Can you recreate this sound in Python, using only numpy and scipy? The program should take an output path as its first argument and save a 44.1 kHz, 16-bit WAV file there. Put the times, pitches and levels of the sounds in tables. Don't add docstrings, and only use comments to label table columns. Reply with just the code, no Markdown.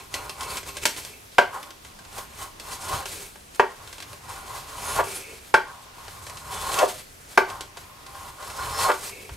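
import sys
import numpy as np
from scipy import signal
from scipy.fft import rfft, irfft, next_fast_len
from scipy.io import wavfile

SR = 44100
rng = np.random.default_rng(int(sys.argv[2]) if len(sys.argv) > 2 else 0)


def file_out(sig):
    cols = np.atleast_2d(sig).T
    lim = np.clip(cols, -1, 1)
    pcm = np.round(lim * 32767).astype(np.int16)
    wavfile.write(sys.argv[1], SR, pcm)


N = 412776
EDGE_S = .03

# pitch in Hz, level in dB, seconds to fade 60 dB before damping.
BENCH = [(425, -10, .07), (520, -9, .07), (630, -6, .07), (715, -6, .07), (880, -3, .06), (960, -4, .06),
         (1130, -2, .06), (1400, -5, .05), (1585, 1, .06), (1840, -9, .04), (2090, -14, .035),
         (2290, -16, .035), (2500, -18, .028), (2750, -23, .028), (3040, -23, .026), (3400, -26, .025),
         (3930, -23, .02), (4250, -33, .018)]
CLUSTERS = rng.standard_normal((len(BENCH), 5, 2))


def from_db(db):
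    return 10 ** (np.asarray(db) / 20)


def rms_one(x):
    return x / np.sqrt(np.mean(x ** 2) + 1e-20)


def at_hz(points, hz):
    return np.interp(np.log(hz), np.log(np.array(points)[:, 0]), np.array(points)[:, 1])


def drift(rate_hz):
    r = np.exp(-80 * np.pi * rate_hz / SR)
    slow = signal.lfilter([1], [1, -2 * r, r * r], rng.standard_normal(N // 40 + 2002))[2000:]
    return np.interp(np.arange(N) / 40, np.arange(len(slow)), rms_one(slow))


def band_pass(x, range_hz, order=2):
    return signal.sosfilt(signal.butter(order, range_hz, "band", fs=SR, output="sos"), x)


def bands(x, low_hz=0, high_hz=SR):
    edges_hz = 20 * 2 ** np.arange(0, 10, .5)
    for low, high in zip(edges_hz, edges_hz[1:]):
        centre = np.sqrt(low * high)
        if low_hz < centre < high_hz:
            yield centre, band_pass(x, [low, high])


def coloured(mid_side, spectrum, flicker_db, width_db):
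    # frequency in Hz, side level against the middle in dB.
    widths = [(60, -38), (150, -14), (380, -9.5), (950, -1.5), (2380, -9.5), (5980, -12), (15000, -9.5)]
    out = 0
    for k, (hz, (mid, side)) in enumerate(bands(mid_side, spectrum[0][0] / 2, spectrum[-1][0] * 2)):
        gain = (-1) ** k * from_db(at_hz(spectrum, hz) + flicker_db * drift(2.7))
        out = out + gain * (mid + from_db(at_hz(widths, hz) + width_db) * side * [[1], [-1]])
    return rms_one(out)


def grains(per_s, spread_db):
    sizes = from_db(spread_db * np.minimum(rng.exponential(1, (2, N)), 5)) * rng.choice([-1, 1], (2, N))
    return rms_one(sizes * (rng.random((2, N)) < per_s / SR))


def ring(force, hz, t60):
    r, w = from_db(-60 / (t60 * SR)), 2 * np.pi * hz / SR
    return signal.lfilter([0, np.sin(w)], [1, -2 * r * np.cos(w), r * r], force + 1e-18)


def resonance(x, hz, width_hz):
    r = np.exp(-np.pi * max(width_hz, 10) / SR)
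    b, a = [(1 - r * r) / 2, 0, (r * r - 1) / 2], [1, -2 * r * np.cos(2 * np.pi * hz / SR), r * r]
    return signal.lfilter(b, a, signal.lfilter(b, a, x))


def burst(t60):
    return from_db(-60 * np.arange(int(t60 * SR)) / (t60 * SR))


def add(track, s, sound):
    i = round(s * SR)
    track[..., i:i + sound.shape[-1]] += sound[..., :N - i]


def level_curves(moves):
    quiet = [-90] * (len(moves[0][0]) - 1)
    rows = [row for m in moves for row in [(m[0][0] - EDGE_S, *quiet), *m, (m[-1][0] + EDGE_S, *quiet)]]
    s, *levels = np.transpose(rows)
    return [np.interp(np.arange(N) / SR, s, column) for column in levels]


def air():
    # frequency in Hz, relative level in dB.
    spectrum = [(12, -34), (20, 11), (60, -7), (134, -3.5), (198, -1.5), (678, -8), (949, -9.5),
                (1710, -10), (2200, -7.5), (3160, -10), (8890, -14.5), (14700, -17), (16000, -21)]
    return from_db(-48.5) * coloured(rng.standard_normal((2, N)), spectrum, flicker_db=1.5, width_db=8.35)


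def rumble(cut_db, rustle_db):
    # frequency in Hz, relative level in dB.
    spectrum = [(12, -46), (20, -24), (32, -8.5), (76, -1), (136, -6.5), (203, -33), (315, -13), (366, -25),
                (400, -26), (520, -36), (640, -60)]
    # time in seconds, level in dB, half length in seconds.
    leans = [(0.005, -40.5, 0.015), (2.94, -42, 0.036), (5.006, -47.5, 0.04), (6.5, -59, 0.02),
             (7.583, -54, 0.1), (8.703, -45, 0.041), (9.33, -40.5, 0.03)]
    t = np.arange(N) / SR
    work_db = np.maximum(cut_db, rustle_db - 10.5)
    shaking = from_db(-48 + 0.68 * (work_db + 37)) + from_db(-60.5)
    shaking += sum(from_db(db) * np.exp(-((t - s) / half_s) ** 2) for s, db, half_s in leans)
    return shaking * coloured(rng.standard_normal((2, N)), spectrum, flicker_db=1.5, width_db=0.1)


def workshop(x):
    # frequency in Hz, seconds to fade 60 dB.
    fades = [(120, 0.37), (400, 0.28), (1200, 0.26), (3000, 0.29), (8000, 0.25)]
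    t, noise = np.arange(SR // 2) / SR, rng.standard_normal((2, SR // 2))
    echo = sum(band * from_db(-60 * t / at_hz(fades, hz)) for hz, band in bands(noise))
    echo = (echo + 0.475 * echo[::-1]) * np.clip(t / 0.0017, 0, 1)
    return signal.fftconvolve(x[None], echo / np.sqrt(np.sum(echo ** 2) / 2), axes=1)[:, :N]


def bench(force, colour_db, luck_db, damping):
    range_hz = [400, 4400]
    out, lucks = 0, luck_db * rng.standard_normal(len(BENCH))
    for (hz, level_db, t60), luck, cluster in zip(BENCH, lucks, CLUSTERS):
        for shift, lean in cluster:
            tone = ring(force, hz * (1 + 0.021 * shift), t60 / damping)
            gain = from_db(level_db + colour_db(np.log2(hz)) + luck + 1.5 * lean * np.array([[1], [-1]]))
            out = out + gain * tone / np.abs(tone).max()
    out = band_pass(out, range_hz, order=4)
    return out / np.abs(out.mean(axis=0)).max()


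def knocks():
    # start in seconds, level in dB, contact in seconds, tilt in dB per octave, crack in dB.
    landings = [(0.854, -10.5, 0.0031, -1, -12), (1.383, 1, 0.0098, 3.5, -23),
                (3.596, -1.5, 0.0094, -0.3, -36), (5.541, -0.5, 0.0085, 4.7, -25),
                (7.375, 0.5, 0.009, 0.2, -22.5)]
    # pitch in Hz, width in Hz, level against the knock in dB.
    thumps = [(140, 95, -31.5), (252, 89, -28)]
    clack_hz = [447, 2190]
    wood, crack = np.zeros((2, N)), np.zeros(N)
    t, tail = np.arange(SR // 5) / SR, burst(0.055)
    for s, peak_db, contact_s, tilt_db, crack_db in landings:
        noise = rng.standard_normal(len(t))
        push = noise * np.exp(-(t / contact_s) ** 4)
        ringing = bench(push, lambda octave: tilt_db * octave, luck_db=1.5, damping=1.6)
        add(wood, s, from_db(peak_db) * ringing)
        clack = rms_one(band_pass(noise, clack_hz))[:len(tail)] * tail
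        add(wood, s, from_db(peak_db - 11.5) * clack)
        for hz, width_hz, level_db in thumps:
            thump = resonance(np.abs(push), hz, width_hz)
            add(wood, s, from_db(peak_db + level_db) * thump / np.abs(thump).max())
        add(crack, s, from_db(crack_db) * burst(0.078))
    return wood, crack


def ticks(cut_db):
    # start in seconds, base level in dB, bench tap against that level in dB.
    catches = [(0.1405, -8.5, -20.5), (0.295, -16.5, -12), (0.408, -16.5, -17), (0.4316, -18, -17),
               (0.5704, -14.5, -18), (0.631, -22.5, -11), (0.663, -26, -10), (0.7687, -13.5, -18),
               (0.9642, -21, -17), (1.0501, -23, -17), (1.6288, -22, -29), (1.706, -26.5, -13),
               (1.8484, -26, -14), (1.9894, -30, -7.5), (2.05, -31, -14), (2.1808, -25, -7),
               (2.598, -19.5, -20.5), (3.0567, -15.5, -12.5), (3.3572, -31.5, -4), (3.5476, -30.5, -20),
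               (3.8752, -25.5, -12), (3.9283, -22, -15), (3.982, -25.5, -13), (4.002, -23.5, -10.5),
               (4.0244, -20.5, -17), (4.131, -24, -10), (5.161, -25, -16.5), (6.081, -24.5, -9),
               (6.2665, -24, -12), (6.2976, -23.5, -12), (6.3714, -21, -27.5), (6.718, -19, -9),
               (6.742, -11, -13), (6.7884, -5, -27), (7.5013, -20.5, -11), (7.6081, -15.5, -16.5),
               (7.7712, -23, -10), (8.0645, -25, -17), (8.1479, -32, -8), (8.4262, -24.5, -10),
               (8.5006, -23.5, -8), (8.9166, -14, -22), (9.292, -32, 1)]
    wood, rustle, faint_per_s = np.zeros((2, N)), burst(0.068), 8
    faint = (rng.random(N) < faint_per_s / SR) * rng.exponential(1, N) * from_db(cut_db - 9)
    snap = signal.fftconvolve(faint, rustle)[:N]
    t = np.arange(SR // 16) / SR
    for s, level_db, tap_db in catches:
        push = rng.standard_normal(len(t)) * from_db(-60 * t / 0.031)
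        tap = bench(push, lambda octave: 0.52 * octave, luck_db=3, damping=1.66)
        add(wood, s, from_db(level_db + tap_db) * tap)
        add(snap, s, from_db(level_db - 18.5) * burst(0.0075))
        add(snap, s, from_db(level_db - 15.5) * rustle)
    return wood, snap


def crackle():
    # frequency in Hz, relative level in dB.
    spectrum = [(400, 2), (880, -12), (1500, -13), (2510, 14), (3690, -6), (5070, 16), (5660, -1.5),
                (7100, 6), (12900, -12.5), (16000, -28)]
    return coloured(grains(per_s=12000, spread_db=2.5), spectrum, flicker_db=1, width_db=0.1)


def run_offs():
    # peak time in seconds, level in dB, swell and fade in seconds, centre pitch in Hz.
    scuffs = [(5.001, -9, 0.014, .011, 886), (6.832, -4.5, 0.013, 0.0085, 540),
              (8.901, -6, 0.015, 0.011, 900)]
    wood, t = np.zeros((2, N)), np.arange(-SR // 20, SR // 8) / SR
    for s, level_db, swell_s, fade_s, hz in scuffs:
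        push = rng.standard_normal(len(t)) * np.exp(-(t / np.where(t < 0, swell_s, fade_s)) ** 2)
        thud = bench(push, lambda octave: -15 * (octave - np.log2(hz)) ** 2, luck_db=1, damping=1.15)
        add(wood, s + t[0], from_db(level_db) * thud)
    return wood


def squeaks():
    # start and end in seconds, pitch and width in Hz, level in dB.
    squeals = [(0.456, 0.575, 4500, 400, -46), (4.791, 4.984, 6600, 700, -45.5),
               (4.815, 4.998, 10200, 1500, -39), (5.134, 5.193, 9785, 2400, -37),
               (6.478, 6.64, 3440, 150, -47), (8.398, 8.722, 5300, 180, -52), (8.7, 8.89, 5290, 400, -40),
               (8.758, 8.892, 4270, 300, -38)]
    out = np.zeros(N)
    for start, end, hz, width_hz, level_db in squeals:
        tone = rms_one(resonance(rng.standard_normal(SR // 2), hz, width_hz))[:int((end - start) * SR)]
        add(out, start, from_db(level_db) * tone * np.sqrt(np.hanning(len(tone))))
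    return out


def settling():
    # peak time in seconds, level in dB, seconds to fade 20 dB.
    slides = [(1.548, -32.5, 0.16), (3.719, -42, 0.04), (5.68, -42.5, .35), (7.491, -34, 0.19)]
    t, rise_s = np.arange(N) / SR, 0.052
    curves = [db - 20 * np.where(t < s, (s - t) / rise_s, (t - s) / fade_s) for s, db, fade_s in slides]
    return np.max(curves, axis=0)


def rub(peaks, wander_db, side_db):
    slips, out = grains(per_s=5000, spread_db=2.46) * from_db(1.6 * drift(20)), 0
    for hz, width_hz, level_db in peaks:
        out = out + from_db(level_db + wander_db * drift(10.5)) * resonance(slips, hz, 1.26 * width_hz)
    mid, side = out
    return rms_one(mid + from_db(side_db) * side * [[1], [-1]])


def rubbing(cuts, cut_db, rub_db, carry_db):
    # pitch in Hz, base width in Hz, relative level in dB.
    bench_peaks = [(436.3, 27, -7), (655, 180, -8.5), (811, 120, -3.5), (968, 320, 0), (1064, 72, -10.5),
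                   (1394.5, 79, -8), (1908, 22, -9.5)]
    body_peaks = [(415, 116, -1), (2257, 77, -2), (2440, 170, -2.5), (2590, 110, -6)]
    blade_peaks = [(3010, 90, 0.5), (3486, 97, -2), (4170, 140, 1), (5290, 85, -0.5), (6710, 200, 0)]
    hum_db = [-6, -16, -12, -15.5, -18]
    stroke = np.searchsorted([cut[0][0] - EDGE_S for cut in cuts[1:]], np.arange(N) / SR)
    hum = from_db(cut_db + np.take(hum_db, stroke)) + from_db(carry_db)
    wood = from_db(rub_db) * rub(bench_peaks, wander_db=1, side_db=-13.5)
    body = hum * rub(body_peaks, wander_db=0.87, side_db=-28)
    blade = from_db(cut_db - 14) * rub(blade_peaks, wander_db=3, side_db=-13)
    return wood + body + blade


def fibre_hiss(cut_db, rustle_db, slide_db):
    # frequency in Hz, relative level in dB.
    spectrum = [(150, -11), (400, -9.5), (880, -6), (1500, -9), (2080, -9), (2490, -9.5), (4290, -7.5),
                (4730, -18), (5220, -5), (5940, -10), (9010, -7), (14000, -17.5), (16000, -21)]
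    tears = grains(per_s=9000, spread_db=1) * from_db(2.2 * drift(18.6))
    loudness = from_db(cut_db) + from_db(rustle_db) + from_db(slide_db - 9)
    return loudness * coloured(tears, spectrum, flicker_db=0.92, width_db=0.082)


def scene():
    # time in seconds, hiss in dB, bench rub in dB.
    cuts = [
        [(0.0, -41, -44), (0.074, -62, -60), (0.154, -39.5, -39), (0.28, -48, -39.5), (0.34, -51, -51),
         (0.44, -38, -37.5), (0.584, -36, -39), (0.622, -62.5, -62), (0.69, -33.5, -45), (0.726, -54, -62),
         (0.778, -38.5, -45), (0.8, -49.5, -60.5), (0.84, -30, -60)],
        [(1.82, -67, -75), (1.856, -50, -59), (1.946, -67, -57), (2.104, -54.5, -58.5), (2.19, -38.5, -38),
         (2.268, -60, -66), (2.424, -38.5, -38.5), (2.55, -70, -63.5), (2.62, -46, -44.5), (2.73, -38.5, -39.5),
         (2.784, -48, -46), (2.93, -31, -29.5), (3.04, -46.5, -38)],
        [(3.76, -58.5, -59), (3.81, -51, -45), (3.95, -53, -61), (4.064, -52, -52), (4.14, -47, -49),
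         (4.2, -60, -58.5), (4.3, -41.5, -39.5), (4.41, -48, -45), (4.57, -40.5, -39.5), (4.65, -48, -47.5),
         (4.94, -31, -32), (4.97, -30.5, -29), (5.015, -35.5, -26)],
        [(5.9, -70, -69), (5.97, -52, -47.5), (6.328, -48, -47), (6.434, -49, -49), (6.49, -41, -40.5),
         (6.69, -33, -31), (6.74, -30.5, -30.5), (6.785, -31.5, -23), (6.82, -37, -17), (6.86, -35, -46.5)],
        [(7.76, -58, -51.5), (7.81, -47, -54), (7.95, -71, -52.5), (8.164, -47.5, -46), (8.25, -45, -39),
         (8.36, -56.5, -51.5), (8.41, -47.5, -39), (8.536, -43.5, -41.5), (8.632, -34.5, -32),
         (8.71, -40, -35.5), (8.84, -25.5, -27), (8.87, -32, -24), (8.92, -43.5, -21)],
    ]
    # time in seconds, rustle in dB, body hum in dB.
    lifts = [
        [(0.89, -39, -55.5), (0.95, -45.5, -54), (0.98, -35.5, -52.5), (1.03, -43.5, -51), (1.056, -41, -58),
         (1.136, -56, -51), (1.29, -66, -77), (1.35, -50, -78)],
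        [(3.06, -36.5, -49), (3.25, -41.5, -49.5), (3.34, -58, -70), (3.52, -62, -78), (3.56, -41, -60)],
        [(5.04, -39, -48), (5.09, -37, -44.5), (5.174, -34, -43.5), (5.23, -47.5, -44.5), (5.32, -51, -45.5),
         (5.51, -48, -74.5)],
        [(6.88, -35, -53), (6.93, -42, -58), (7.0, -43, -63), (7.06, -62, -76), (7.17, -60, -86),
         (7.32, -46.5, -64), (7.36, -46.5, -58)],
        [(8.94, -41, -55), (9.074, -38, -48.5), (9.115, -44.5, -46), (9.2, -51, -46), (9.3, -51, -54.5),
         (9.34, -45, -51), (9.36, -55, -66)],
    ]
    cut_db, press_db = level_curves(cuts)
    rustle_db, carry_db = level_curves(lifts)
    slide_db = settling()
    hiss = fibre_hiss(cut_db, rustle_db, slide_db)
    hum = rubbing(cuts, cut_db, np.maximum(press_db, slide_db), carry_db)
    landings, crack = knocks()
    taps, snap = ticks(cut_db)
    near = hiss + hum + landings + taps + (crack + snap) * crackle() + squeaks() + run_offs()
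    return near + rumble(cut_db, rustle_db) + air() + from_db(-5.5) * workshop(near.mean(axis=0))


def record(dry):
    # frequency in Hz, lead in radians.
    leads = [(30, 0.069), (250, 0.098), (600, 1), (950, 0.24), (1250, 0.61), (1650, 0.38), (2800, 0.45),
             (4300, 0)]
    size, ceiling, cutoff_hz = next_fast_len(N + SR // 10), .96, 16200
    lead = at_hz(leads, np.maximum(np.arange(size // 2 + 1) * SR / size, 1))
    shifted = irfft(rfft(dry, size) * np.exp(.5j * lead * [[-1], [1]]), size)[:, :N]
    rounded = shifted / (1 + (shifted / ceiling) ** 4) ** (1 / 4)
    return signal.sosfilt(signal.cheby2(24, 70, cutoff_hz, fs=SR, output="sos"), rounded)


dry = scene()
out = record(dry)
file_out(out)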